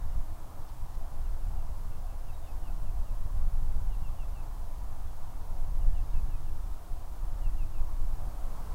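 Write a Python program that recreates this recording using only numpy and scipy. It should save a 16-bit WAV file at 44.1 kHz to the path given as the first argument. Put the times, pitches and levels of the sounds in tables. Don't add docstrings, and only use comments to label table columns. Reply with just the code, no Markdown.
import sys
import numpy as np
from scipy import signal
from scipy.fft import rfft, irfft, next_fast_len
from scipy.io import wavfile
from scipy.ndimage import uniform_filter1d, map_coordinates

SR = 44100
rng = np.random.default_rng(int(sys.argv[2]) if len(sys.argv) > 2 else 0)


def waveform_to_disk(signal):
    frames = np.transpose(np.atleast_2d(signal))
    scaled = np.clip(frames, -1, 1) * 32767
    samples = np.round(scaled).astype(np.int16)
    wavfile.write(sys.argv[1], SR, samples)


N = 385598

# time in seconds, wind strength in dB against its average.
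GUSTS = [(0, -0.5), (.15, 5), (.4, -7), (.95, -3), (1.2, 0), (1.85, 1), (2.1, -3.5), (2.4, -2.5), (2.9, 2),
         (3.8, 5.5), (4.4, -4), (5.5, -1), (5.8, 5.5), (6.62, 1), (6.8, -5), (7.1, -5), (7.4, 2), (8.05, 4),
         (8.3, -0.5), (8.74, -3)]
# time in seconds, level in dB.
FLUTTER_LEVEL = [(0, -44), (1.8, -46), (5.2, -45.5), (8.74, -47.5)]
# frequency in Hz, relative level in dB.
RUMBLE_EQ = [(3, -8.5), (12, 8), (24, 1.5), (34, -3.5), (50, -10.5), (70, -18.5), (100, -38.5), (200, -76)]
FLUTTER_EQ = [(35, -37), (60, 3.5), (85, 1), (120, -6.5), (160, -12.5), (220, -24), (320, -29.5),
              (600, -50.5), (2000, -96)]
TYRE_EQ = [(150, -3.5), (260, -3.5), (370, -8), (435, -4), (490, -6.5), (570, -2), (625, -4), (690, 0.8),
           (840, -1.54), (970, -1.5), (1250, -7.5), (1600, -15), (2000, -21), (5000, -43)]
HISS_EQ = [(100, 0), (2000, 0.052), (4000, .4), (8000, 0.024), (15500, -0.33)]
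SPRAY_EQ = [(1500, -30), (3000, -4), (5000, 0), (7000, -7), (12000, -20)]
# time in seconds, gain in dB.
LATE_SWELL = [(7.8, 0), (8.6, 4)]
# centre in Hz, width in Hz, level in dB.
DRONE_BANDS = [(304.3, 9.6, -74.5), (688, 12, -84.5), (1475, 6, -88), (1690, 6, -88), (1910, 4.5, -91)]
# time in seconds, level in dB.
HUM_LEVEL = [(0, -74), (.4, -64.5), (.8, -73.5), (2.15, -74), (2.6, -64), (3, -75), (5.9, -72.5),
             (6.3, -63.5), (6.8, -71.5), (7.6, -65.5), (8.74, -71)]
# start in seconds, length in seconds, pitch it falls toward in Hz,
# middle of the slide as a share of the note, level in dB.
SHOREBIRD_NOTES = [ (.1, .04, 2760, .4, -79), (1.23, .05, 2590, .5, -74), (1.395, .065, 2550, .5, -79),
                   (1.545, .07, 2680, .6, -77), (1.72, .06, 2700, .5, -78), (1.9, .055, 2630, .25, -74),
                   (2.075, 0.048, 2630, 0.3, -73.5), (2.265, 0.05, 2540, .5, -70),
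                   (2.445, .068, 2510, .45, -71), (2.628, 0.078, 2490, 0.6, -68.5),
                   (2.838, 0.067, 2480, 0.47, -72.5), (3.04, .078, 2510, .55, -76),
                   (3.897, 0.058, 2640, .6, -68.5), (4.027, .06, 2670, 0.25, -67),
                   (4.165, 0.076, 2650, 0.5, -66), (4.333, .085, 2560, .35, -69),
                   (5.795, .046, 2790, .6, -75), (5.935, .068, 2670, 0.5, -69),
                   (6.125, 0.074, 2550, .35, -68.5), (6.29, 0.08, 2500, 0.34, -69),
                   (6.445, .052, 2620, .5, -74.5), (7.412, 0.069, 2610, 0.65, -67),
                   (7.562, 0.079, 2500, .5, -67), (7.724, .072, 2480, .4, -68.5)]
# start in seconds, length in seconds, low pitch in Hz, level in dB.
PEEP_NOTES = [ (2.327, .03, 3770, -70), (2.417, .075, 3560, -77), (4.075, .03, 3370, -78),
              (4.225, .035, 3370, -75), (5.07, .025, 3410, -74), (6.1, .025, 3680, -73),
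              (6.625, .03, 3550, -76)]
# peak time in seconds, half-width in seconds, peak level in dB.
SPLASH_CUES = [(.69, .016, -66), (.95, 0.01, -65)]

RUMBLE_DB, TRAFFIC_DB, HISS_DB = -29, -54.5, -61.5
WHISTLE_TOP_HZ, PEEP_FALL_HZ = 2940, 100
TOP_HZ = 15800


def amp(db):
    return 10 ** (np.asarray(db) / 20)


def unit(x):
    return x / np.sqrt(np.mean(x ** 2) + 1e-20)


def ride(rows):
    times, values = np.transpose(rows)
    return np.interp(np.arange(N) / SR, times, values)


def wobble(rate):
    knots = rng.standard_normal(int(N * rate / SR) + 4)
    return map_coordinates(knots, [np.arange(N) * rate / SR])


def filtered(x, response):
    size = next_fast_len(N + SR // 2)
    return irfft(rfft(x, size) * response(np.fft.rfftfreq(size, 1 / SR)), size)[:N]


def coloured(x, eq):
    points_hz, db = np.transpose(eq)
    return unit(filtered(x, lambda hz: amp(np.interp(np.log(hz + 1), np.log(points_hz + 1), db))))


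def white():
    return rng.standard_normal(N)


def patchy(depth_db):
    bands = signal.stft(white(), nperseg=1024)[2]
    patches = uniform_filter1d(rng.standard_normal(bands.shape), size=5, axis=0)
    patches = uniform_filter1d(patches, size=20, axis=1)
    return signal.istft(bands * amp(depth_db * unit(patches)), nperseg=1024)[1][:N]


def eddies(eq, span_s):
    pressure = coloured(white(), eq)
    power = np.abs(uniform_filter1d(pressure ** 2, int(span_s * SR) + 1))
    return unit(pressure / np.sqrt(power + 1e-6))


def wind():
    gust_db = ride(GUSTS)
    big = eddies(RUMBLE_EQ, span_s=0.199)
    small = unit(eddies(FLUTTER_EQ, span_s=0.16) * amp(2.5 * np.abs(big)))
    rumble = amp(RUMBLE_DB + 1.04 * gust_db + 1.5 * wobble(11)) * big
    flutter = amp(ride(FLUTTER_LEVEL) + 0.77 * gust_db + 1.52 * wobble(12)) * small
    return rumble + flutter


def traffic():
    wash_db = TRAFFIC_DB + ride(LATE_SWELL) + 0.25 * wobble(5)
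    bed = amp(wash_db) * coloured(patchy(depth_db=1.24), TYRE_EQ)
    for centre, width, db in DRONE_BANDS:
        drone = filtered(white(), lambda hz: 1 / (1 + (2 * (hz - centre) / width) ** 2))
        bed += amp(db + 2.2 * wobble(1.515)) * unit(drone)
    return bed


def engine(hum_hz, drift_hz):
    phase = 2 * np.pi * np.cumsum(hum_hz + drift_hz * wobble(5)) / SR
    return amp(ride(HUM_LEVEL) + 0.82 * wobble(8)) * np.sqrt(2) * np.sin(phase)


def hiss(swell_share):
    return amp(HISS_DB + swell_share * ride(LATE_SWELL)) * coloured(white(), HISS_EQ)


def bird_notes(rows, swell, waver):
    track = np.zeros(N + SR)
    unsteady = 1 + waver * wobble(90)
    for start, length, start_hz, end_hz, middle, db in rows:
        progress = np.linspace(0, 1, int(length * SR))
        at = round(start * SR)
        span = slice(at, at + len(progress))
        slide = (1 + np.tanh((progress - middle) / 0.308)) / 2
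        pitch = (start_hz + (end_hz - start_hz) * slide) * unsteady[span]
        envelope = unit(np.abs(np.sin(np.pi * progress)) ** 0.34 * np.exp(swell * progress))
        tone = np.sqrt(2) * np.sin(2 * np.pi * np.cumsum(pitch) / SR)
        track[span] += amp(db) * envelope * tone
    return track[:N]


def birds():
    whistle_rows = [(start, length, WHISTLE_TOP_HZ, *rest) for start, length, *rest in SHOREBIRD_NOTES]
    peep_rows = [(start, length, hz + PEEP_FALL_HZ, hz, 0.5, db) for start, length, hz, db in PEEP_NOTES]
    whistles = bird_notes(whistle_rows, swell=1.15, waver=0.0071)
    peeps = bird_notes(peep_rows, swell=0.2, waver=0.0087)
    flicker = amp(1.5 * wobble(70))
    return shore_echo((whistles + peeps) * flicker, t60=0.32, echo_db=-12)


def shore_echo(x, t60, echo_db):
    t = np.arange(SR // 2) / SR
    tail = rng.standard_normal(len(t)) * amp(-60 * t / t60)
    return x + amp(echo_db) * signal.fftconvolve(x, tail / np.linalg.norm(tail))[:N]


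def splashes():
    t = np.arange(N) / SR
    envelope = sum(amp(db) * np.exp(-((t - peak) / width) ** 2) for peak, width, db in SPLASH_CUES)
    droplets = unit(coloured(white(), SPRAY_EQ) * amp(3 * wobble(400)))
    return envelope * droplets


def scene():
    bed = wind() + traffic() + engine(hum_hz=319.8, drift_hz=1.79)
    return (bed + birds() + splashes() + hiss(swell_share=0.57))[None]


def record(dry):
    return filtered(dry[0], lambda hz: hz < TOP_HZ)[None]


dry = scene()
out = record(dry)
waveform_to_disk(out)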